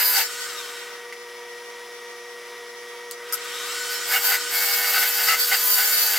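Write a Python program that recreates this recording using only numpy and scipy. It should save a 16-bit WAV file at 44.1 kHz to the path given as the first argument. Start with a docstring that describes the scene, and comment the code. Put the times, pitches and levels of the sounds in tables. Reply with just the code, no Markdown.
"""Small wood lathe, close up

A gouge finishes a cut, the spindle brakes to rest while the drive and its fan whine on, then it spins
up again; the gouge clacks onto the tool rest and cuts once more. Tones locked to the rotation make the
motor and bearings; coloured noise that partly repeats as the same marks come by makes the wood chatter
and the steel scrape; brighter noise makes the shavings hiss, and tones at multiples of the rate of the
marks make the cut sing."""
import sys
import numpy as np
from scipy import signal
from scipy.fft import rfft, irfft
from scipy.io import wavfile
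from scipy.ndimage import uniform_filter1d, map_coordinates

SR = 44100
rng = np.random.default_rng(int(sys.argv[2]) if len(sys.argv) > 2 else 0)


def store_pcm(level_fs):
    """Save levels as 16-bit WAV."""
    pcm = np.round(np.clip(level_fs, -1, 1) * 32767).astype(np.int16)
    wavfile.write(sys.argv[1], SR, np.atleast_2d(pcm).T)


N = 272538
T = np.arange(N) / SR
FREQS = np.maximum(np.fft.rfftfreq(N, 1 / SR), 1)  # Hz, kept above zero for the logarithm

# Table levels are relative: each source trims its own mix.
# spindle speed (time [s], share of full speed [1])
SPINDLE_SPEED = [(0, 1), (.455, 1), (.565, .825), (.63, .77), (1.12, 0), (3.13, 0), (3.665, .82), (3.76, 1),
                 (6.2, 1)]
# tones of the drive and its fan (frequency [Hz], level [dB], relative flutter [dB])
DRIVE_TONES = [(69.6, -81, -3), (235, -68, 2.5), (364, -57, 0), (479.7, -43, 1.24), (707, -62, 3.5),
               (938.5, -56.5, 5.5), (961.6, -56, 5.5), (1172, -59, 3), (1902, -48, 1.5), (2017, -56, 7),
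               (2240, -62.5, 10.5), (2334, -59, 2.5), (4980, -62, 5), (5150, -60, -0.5), (5391, -72, 4),
               (5610, -59.5, -0.5), (5890, -61, -1.5), (6080, -63.5, -5)]
# slow swell of those tones, heard relative to its median (time [s], level [dB])
DRIVE_SWELL = [(0.0, -48.5), (0.08, -46), (1.05, -42.5), (3.67, -42), (5.51, -43), (5.78, -47), (6.18, -46)]
# rush of the fan (frequency [Hz], level [dB])
FAN_SPECTRUM = [(30, -34), (70, -22.5), (200, -18), (310, -11), (420, -1.5), (550, -13), (800, -10.5),
                (1250, 4), (1600, 1), (2200, 2), (2700, -3.5), (5500, -6.5), (9000, -13), (16000, -17.5)]
# its resonances (frequency [Hz], width [Hz], height above the spectrum [dB])
FAN_RESONANCES = [(602, 26, 17), (724, 60, 14), (970, 13, 4), (1884, 83, 4.5), (3350, 550, 5.5),
                  (10230, 460, 8.5)]
# motor tones (frequency at full speed [Hz], level [dB])
MOTOR_TONES = [(126, -48), (1233, -52), (1459, -51), (1497, -48.5), (1943, -51.5), (2430, -52.5)]
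# motor housing (frequency [Hz], level [dB])
HOUSING_SPECTRUM = [(60, -55), (130, -24.5), (700, -27), (1000, -17), (1300, -3), (2000, 0), (2500, -2)]
# its resonances (frequency [Hz], width [Hz], height above the spectrum [dB])
HOUSING_RESONANCES = [(1202, 40, 14), (1492, 98, 9), (2050, 130, 0)]
# bearing tones after the headstock (frequency at full speed [Hz], level [dB])
BEARING_TONES = [(3058, -46), (3402, -48.5), (3860, -55), (4199, -46.5), (4339, -50), (4613, -46),
                 (4705, -48), (5087, -46), (5389, -43), (5640, -48.5), (5879, -47), (6360, -51),
                 (6830, -46), (7337, -47), (7580, -61), (7822, -47), (8306, -47.5), (8796, -48),
                 (9280, -49)]
# headstock (frequency [Hz], level [dB])
HEADSTOCK_SPECTRUM = [(40, -32), (130, -29), (250, -17), (500, -5), (900, -8.5), (1300, -2), (2100, 3),
                      (2600, 3), (3600, 1), (6000, -0.5), (8600, -2), (9600, -3.5), (16000, -8)]
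# its resonances (frequency [Hz], width [Hz], height above the spectrum [dB])
HEADSTOCK_RESONANCES = [(1257, 57, 12.9), (1484, 67, 15.8), (1880, 280, 3.9), (3174, 106, 6.3),
                        (3770, 180, 6), (5330, 110, 7.1), (7670, 260, 7.1), (8230, 130, 5.6),
                        (11700, 270, 6.6), (14200, 400, 4.5)]
# small handling knocks (time [s], level [dB], decay by 60 dB [s], centre [Hz], width [Hz])
HANDLING_KNOCKS = [(1.124, -34.5, 0.08, 2150, 300), (1.127, -43, 0.072, 4800, 4000),
                   (3.1112, -19, 0.006, 11500, 11000), (3.11, -35.5, 0.099, 4520, 700),
                   (3.112, -33.5, 0.093, 7700, 2500), (3.444, -34, .05, 9000, 12000)]
# the gouge lands and bounces on the rest (time [s], level [dB])
REST_BOUNCES = [(3.3242, -22), (3.332, -24.5), (3.339, -26), (3.347, -36)]
# gouge against rest (frequency [Hz], level [dB])
CLACK_SPECTRUM = [(600, -34), (1300, 4.5), (3000, -13), (4200, -19), (5000, -0.5), (9500, 0.5), (13400, -1),
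                  (15000, -10)]
# its resonances (frequency [Hz], width [Hz], height above the spectrum [dB])
CLACK_RESONANCES = [(1290, 96, 8.5), (1490, 120, 6.6), (4880, 150, 12), (5800, 110, 7.3), (6900, 120, 7),
                    (8450, 150, 4.6), (9400, 400, 9.1), (12630, 130, 18), (13100, 200, 7)]
# chattering workpiece (frequency [Hz], level [dB])
WOOD_SPECTRUM = [(30, -28), (150, -26), (300, -25.5), (550, -15), (750, -7), (1050, -11.5), (1300, -2),
                 (2100, 1.5), (2450, -3), (2850, 0.5), (3400, -10), (6000, -36)]
# its resonances (frequency [Hz], width [Hz], height above the spectrum [dB])
WOOD_RESONANCES = [(780, 45, 9.7), (1246, 69, 5.2), (1480, 87, 9.3), (1702, 42, 6.5), (2074, 100, 6.8),
                   (2800, 130, 4.7)]
# scraping steel (frequency [Hz], level [dB])
STEEL_SPECTRUM = [(1500, -50), (3000, -8.5), (3900, 4), (4700, -0.5), (6200, 3), (8000, 3.5), (9500, -4),
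                  (12000, -2.5)]
# its resonances (frequency [Hz], width [Hz], height above the spectrum [dB])
STEEL_RESONANCES = [(4664, 88, 14), (4920, 160, 10), (5400, 27, 1.3), (7110, 80, 6.7), (8500, 85, 5.6)]
# hissing shavings (frequency [Hz], level [dB])
SHAVING_SPECTRUM = [(5000, -39), (9000, -4), (10800, 3.5), (12200, 1), (13500, 7), (15000, 6), (16000, -25)]
# their resonances (frequency [Hz], width [Hz], height above the spectrum [dB])
SHAVING_RESONANCES = [(11420, 66, 8.4), (11900, 50, 5.8), (12100, 160, 8.8), (12600, 63, 6.5),
                      (13400, 51, 6), (13100, 60, 5.4), (14330, 50, 4.5), (14730, 82, 7)]
# buzz of ripples on the cut surface (frequency [Hz], level relative to the chatter setting [dB])
RIPPLE_TONES = [(600, -24.5), (700, -20), (800, -12.5), (900, -20), (1000, -20.5), (1500, -17), (1600, -18),
                (1700, -16), (1800, -13), (2100, -17), (2200, -18), (2600, -13), (4500, -21), (4600, -16),
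                (4700, -14), (4900, -20), (5000, -14)]
# passes of the gouge (start [s], end [s], chatter [dB], scrape [dB], shaving hiss [dB], wood note [Hz],
# its level [dB], steel note [Hz], its level [dB], shaving whistle [Hz])
GOUGE_PASSES = [(-0.05, 0.132, -32, -28, -20.5, 1000, -40, 5000, -33, 12050),
                (0.138, 0.218, -28, -24, -22.5, 900, -38, 4600, -34, 12300),
                (3.919, 3.94, -36, -33, -32.5, 1500, -43, 4700, -37, 11850),
                (4.108, 4.18, -30, -29, -23, 2200, -35, 4600, -40, 11850),
                (4.24, 4.352, -28, -26, -23, 1500, -34, 4600, -38, 12050),
                (4.531, 4.935, -30, -28.5, -26, 2200, -34, 5000, -52, 12200),
                (4.938, 5.112, -30.5, -27, -23, 1500, -32, 5000, -47, 11850),
                (5.148, 5.343, -33, -28, -24.5, 1600, -47, 5000, -46, 11850),
                (5.38, 5.615, -36.5, -27.5, -25, 1500, -59, 4600, -35, 11850),
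                (5.63, 5.813, -38.5, -27, -20, 1000, -42.5, 4600, -41, 14600),
                (5.784, 6.25, -32.5, -26.5, -23.5, 1700, -42, 4600, -38, 11800)]
# the edge digs in and chatters (start [s], end [s], chatter [dB], low note [Hz], high note [Hz])
EDGE_DIGS = [(-0.02, 0.031, -23.5, 1700, 2100), (0.141, 0.22, -21.5, 1500, 4600),
             (4.111, 4.176, -20, 1500, 2200), (4.306, 4.359, -20.5, 1500, 2000),
             (4.84, 4.857, -25.5, 1500, 2200), (4.94, 4.984, -20.5, 1500, 2200),
             (5.019, 5.059, -22, 1500, 2200), (5.187, 5.231, -26.5, 1500, 2100),
             (5.276, 5.348, -17, 1300, 2000), (5.512, 5.554, -17.5, 1500, 4600),
             (5.765, 5.837, -24, 1500, 4600), (6.138, 6.2, -23, 1500, 1700)]
# stereo side relative to mid (frequency [Hz], level [dB])
SIDE_SPECTRUM = [(40, -17), (130, -3.5), (400, -29), (700, -15.5), (1400, -16.5), (2800, -9), (5600, -5.5),
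                 (9500, -7), (11800, -5), (16000, -19)]

MARK_HZ = 100.1  # times a second the same marks come by at full speed
TOP_HZ = 15900  # upper edge of the treble
# running noise before and after the stop (dB at full speed); it grows as a power of the speed
FIRST_RUN_DB, SECOND_RUN_DB, RUMBLE_POWER = -34, -30.5, 0.98
STRAIN_DB = 3  # motor boost while speed changes by one full speed per second
PASS_ATTACK_S, PASS_RELEASE_S = 0.02, 0.02
DIG_ATTACK_S, DIG_RELEASE_S, DIG_GROWTH_DB_PER_S = 0.0055, 0.01, 48
# scrape and the two notes of a dig, relative to its chatter setting
DIG_SCRAPE_DB, LOW_NOTE_DB, HIGH_NOTE_DB = -9, -9, -10
# chatter at which the wood half tears; cut in hiss when fully torn; share of a clean cut that repeats
TEAR_DB, TORN_HISS_DB, CLEAN_REPEAT = -28, -3, 0.75
WHISTLE_WIDTH_HZ, WHISTLE_DB = 260, -7  # shaving whistle; level relative to the hiss setting


def undb(db):
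    """Decibels to amplitude."""
    return 10 ** (np.asarray(db) / 20)


def unit(x):
    """Scale a sound to an RMS of one."""
    return x / np.sqrt(np.mean(x ** 2))


def curve(table):
    """A two-column table as a line through time."""
    seconds, values = np.transpose(table)
    return np.interp(T, seconds, values)


def noise():
    """White noise for the whole scene."""
    return rng.standard_normal(N)


def walk(rate):
    """Smooth random drift with a spread near 1, taking about `rate` new values per second."""
    step = max(int(SR / rate), 1)
    held_values = np.repeat(rng.standard_normal(N // step + 1), step)
    return 1.33 * uniform_filter1d(held_values, step)[:N]


def response(spectrum, peaks):
    """A broad spectrum with resonances standing on it."""
    hz, db = np.transpose(spectrum)
    lift = sum((undb(d) - 1) / (1 + 2j * (FREQS - f) / w) for f, w, d in peaks)
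    return undb(np.interp(np.log(FREQS), np.log(hz), db)) * (1 + lift)


def colour(x, spectrum, peaks=()):
    """Filter a sound through a spectrum and its resonances."""
    return irfft(rfft(x) * response(spectrum, peaks), N)


def burst(start, t60):
    """Noise that starts at once and dies away by 60 dB in t60 seconds."""
    decay = np.exp(-np.log(1000) * np.maximum(T - start, 0) / t60)
    return noise() * (T >= start) * decay


def surface(marks, memory):
    """Roughness passing a fixed point; each pass of the marks keeps a share of the one before."""
    size = int(SR / MARK_HZ)
    rows = rng.standard_normal((int(marks[-1]) + 2, size))
    # run the rows twice so that the first one heard already has a past
    track = signal.lfilter([1], [1, -memory], np.vstack([rows, rows]), axis=0)[len(rows):]
    return unit(map_coordinates(track.ravel(), [marks * size], order=3))


def orders(table, marks, flutter_db, wander):
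    """Unsteady tones locked to the rotation, one row each."""
    tones = []
    for hz, db in table:
        level = np.sqrt(2) * undb(db + flutter_db * walk(35))
        phase = 2 * np.pi * (hz / MARK_HZ * marks + rng.random()) + wander * walk(30)
        tones.append(level * np.sin(phase))
    return np.array(tones)


def rumble(speed):
    """Strength of the running noise: it rises with the speed and is louder in the second run."""
    stopped_s = T[np.argmin(speed)]
    run_db = np.where(T < stopped_s, FIRST_RUN_DB, SECOND_RUN_DB)
    return undb(run_db) * np.maximum(speed, 0) ** RUMBLE_POWER


def drive(fan_db=-43.0, swell_db=0.5):
    """The drive's tones flutter over the rush of its fan, whether the spindle turns or not."""
    tones = 0
    for hz, db, flutter_db in DRIVE_TONES:
        phase = 2 * np.pi * (hz * T + rng.random()) + 0.17 * flutter_db * walk(22)
        level = np.sqrt(2) * undb(db + 0.45 * flutter_db * walk(25))
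        tones = tones + level * np.sin(phase)
    level_db = curve(DRIVE_SWELL)
    tones = tones * undb(level_db - np.median(level_db))
    fan = unit(colour(noise(), FAN_SPECTRUM, FAN_RESONANCES))
    return tones + fan * undb(fan_db + swell_db * walk(8.6))


def motor(marks, speed, whine_db=30):
    """Tones glide with the speed, swell under strain and flare as they cross housing resonances."""
    strain = uniform_filter1d(abs(np.gradient(speed)) * SR, size=4000)
    tones = orders(MOTOR_TONES, marks, flutter_db=1.0, wander=0.45).sum(axis=0)
    housed = colour(tones, HOUSING_SPECTRUM, HOUSING_RESONANCES)
    return housed * rumble(speed) * undb(whine_db + STRAIN_DB * strain)


def spindle(marks, speed, tones_db=29, races_db=-1.74, steepness=0.6):
    """Balls roll over rough races; their tones glide through the headstock and fade as it slows."""
    body = abs(response(HEADSTOCK_SPECTRUM, HEADSTOCK_RESONANCES))
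    # the force behind each tone is its full-speed level less the headstock's gain there
    forces = [(hz, db - 20 * np.log10(np.interp(hz, FREQS, body))) for hz, db in BEARING_TONES]
    tones = orders(forces, marks, flutter_db=3, wander=0.6).sum(axis=0) * speed ** steepness
    races = surface(marks, memory=0.65) + 1.25 * noise()
    tones = colour(tones, HEADSTOCK_SPECTRUM, HEADSTOCK_RESONANCES)
    races = colour(races, HEADSTOCK_SPECTRUM, HEADSTOCK_RESONANCES)
    return rumble(speed) * (undb(tones_db) * tones + undb(races_db) * unit(races))


def handling(clack_db=-2):
    """Short noise bursts: knocks around the stop and restart, then the gouge set on the steel rest."""
    knocks = 0
    for start, db, t60, hz, width in HANDLING_KNOCKS:
        band = 1 / (1 + 1j * (FREQS ** 2 - hz ** 2) / (FREQS * width))
        band = band / np.sqrt(np.mean(abs(band) ** 2))
        knocks = knocks + undb(db) * irfft(rfft(burst(start, t60)) * band, N)
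    bounces = sum(undb(db) * burst(start, t60=0.081) for start, db in REST_BOUNCES)
    return knocks + undb(clack_db) * colour(bounces, CLACK_SPECTRUM, CLACK_RESONANCES)


def held(start, end, attack_s, release_s):
    """Attack, hold and release; two that abut keep their power steady."""
    rise = 1 + np.tanh((T - start) / attack_s)
    fall = 1 + np.tanh((end - T) / release_s)
    return np.sqrt(rise * fall) / 2


def contact(start, end):
    """The edge meets the wood, stays and lifts off."""
    return held(start, end, PASS_ATTACK_S, PASS_RELEASE_S)


def dig(start, end):
    """Chatter feeds on its own marks and grows until the edge comes free."""
    growth = undb(DIG_GROWTH_DB_PER_S * (np.clip(T, start, end) - end))
    return held(start, end, DIG_ATTACK_S, DIG_RELEASE_S) * growth


def together(shapes, levels_db):
    """Envelopes at their levels, summed by power."""
    return np.sqrt(undb(levels_db) ** 2 @ shapes ** 2)


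def restless(force, spectrum, peaks, shift_db):
    """A body whose resonances come and go as the point of contact moves."""
    plain = colour(force, spectrum)
    rings = sum(undb(shift_db * walk(45)) * (colour(force, spectrum, [peak]) - plain) for peak in peaks)
    return unit(plain + rings)


def whistling(force, passes):
    """A curling shaving whistles up the flute: each pass rings in one narrow band of its own."""
    spectrum, out = rfft(force), 0
    for shape, (_, _, _, _, hiss_db, *_, hz) in zip(passes, GOUGE_PASSES):
        band = 1 / (1 + 1j * (FREQS - hz) / WHISTLE_WIDTH_HZ) ** 2
        out = out + shape * undb(hiss_db + WHISTLE_DB) * unit(irfft(spectrum * band, N))
    return out


def squeal(marks, torn, hz, strength, wander=0.16, tearing=0.8, flutter_db=0.4):
    """The edge locks onto a whole number of waves per pass of the marks; tearing breaks up the tone."""
    now = np.flatnonzero(strength > strength.max() / 100)  # skip where it is 40 dB down
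    waves = round(hz / MARK_HZ) * marks[now]
    phase = 2 * np.pi * (waves + rng.random()) + wander * walk(39)[now]
    phase = phase + tearing * torn[now] * walk(130)[now]
    out = np.zeros(N)
    out[now] = np.sqrt(2) * strength[now] * undb(flutter_db * walk(40)[now]) * np.sin(phase)
    return out


def singing(marks, torn, passes, digs, patchy_db=2.0):
    """Ripples buzz with the weight of the cut; each pass and each dig brings out two notes of its own."""
    ripples = [(round(hz / MARK_HZ) * MARK_HZ, db) for hz, db in RIPPLE_TONES]
    tones = orders(ripples, marks, flutter_db=2.0, wander=0.31)
    buzz = sum(tone * undb(patchy_db * walk(7)) for tone in tones)
    out = buzz * together(passes, [row[2] for row in GOUGE_PASSES])
    for shape, (*_, wood_hz, wood_db, steel_hz, steel_db, _) in zip(passes, GOUGE_PASSES):
        out += squeal(marks, torn, wood_hz, shape * undb(wood_db))
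        out += squeal(marks, torn, steel_hz, shape * undb(steel_db))
    for shape, (*_, db, low_hz, high_hz) in zip(digs, EDGE_DIGS):
        out += squeal(marks, torn, low_hz, shape * undb(db + LOW_NOTE_DB))
        out += squeal(marks, torn, high_hz, shape * undb(db + HIGH_NOTE_DB))
    return out


def gouge(marks, grain_db=0.9, throb=0.017, wood_db=-4.0, steel_db=-1.7, shavings_db=-1.2):
    """The edge retraces earlier marks and tears fresh fibres; wood, steel and shavings sound."""
    passes = np.array([contact(*row[:2]) for row in GOUGE_PASSES])
    digs = np.array([dig(*row[:2]) for row in EDGE_DIGS])
    _, _, chatter_db, scrape_db, hiss_db, *_ = np.transpose(GOUGE_PASSES)
    digging = together(digs, [row[2] for row in EDGE_DIGS])
    torn = digging / (digging + undb(TEAR_DB))
    repeat = CLEAN_REPEAT * (1 - torn) ** 2
    # the edge bites harder once per pass of the marks, and unevenly as the fibres give way
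    bite = (1 + throb * np.cos(2 * np.pi * marks)) * undb(grain_db * walk(350))
    fresh = np.sqrt(1 - repeat) * noise()
    retraced = np.sqrt(repeat) * 0.74 * surface(marks, memory=0.906)
    force = bite * (fresh + retraced)
    chatter = restless(force, WOOD_SPECTRUM, WOOD_RESONANCES, shift_db=3.5)
    chatter = chatter * np.hypot(together(passes, chatter_db), digging)
    scrape = restless(force, STEEL_SPECTRUM, STEEL_RESONANCES, shift_db=4.0)
    scrape = scrape * np.hypot(together(passes, scrape_db), digging * undb(DIG_SCRAPE_DB))
    snaps = bite * (noise() + 0.66 * surface(marks, memory=0.8))
    hiss = restless(snaps, SHAVING_SPECTRUM, SHAVING_RESONANCES, shift_db=0.5)
    hiss = hiss * together(passes, hiss_db) + whistling(snaps, passes)
    hiss = hiss * undb(TORN_HISS_DB * torn)  # shavings thin out when the wood tears
    cut = undb(wood_db) * chatter + undb(steel_db) * scrape + undb(shavings_db) * hiss
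    return cut + singing(marks, torn, passes, digs)


def scene(left_db=0.32, bench_t60=0.067, room_db=-14.0):
    """All sources ring briefly in the workshop; shifting reflections from bed, hands and bench widen them."""
    speed = curve(SPINDLE_SPEED)
    marks = np.cumsum(speed) * MARK_HZ / SR  # how often the marks have come by so far
    mid = drive() + motor(marks, speed) + spindle(marks, speed) + handling() + gouge(marks)
    tail = burst(0, t60=0.13)
    mid = mid + undb(room_db) * signal.fftconvolve(mid, tail / np.linalg.norm(tail))[:N]
    side = 0
    for path in range(2):
        reflections = rfft(burst(0, bench_t60))
        # only the phase of the reflections is kept, so the tone of the mid survives
        scattered = irfft(rfft(mid) * reflections / abs(reflections), N)
        side = side + walk(25) * scattered / np.sqrt(2)
    side = colour(side, SIDE_SPECTRUM)
    return np.array([(mid + side) * undb(left_db), (mid - side) * undb(-left_db)])


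def record(dry):
    """A steep low-pass cuts the top of the treble."""
    lowpass = signal.ellip(10, 0.2, 80, TOP_HZ, fs=SR, output="sos")
    return signal.sosfilt(lowpass, dry)


dry = scene()
out = record(dry)
store_pcm(out)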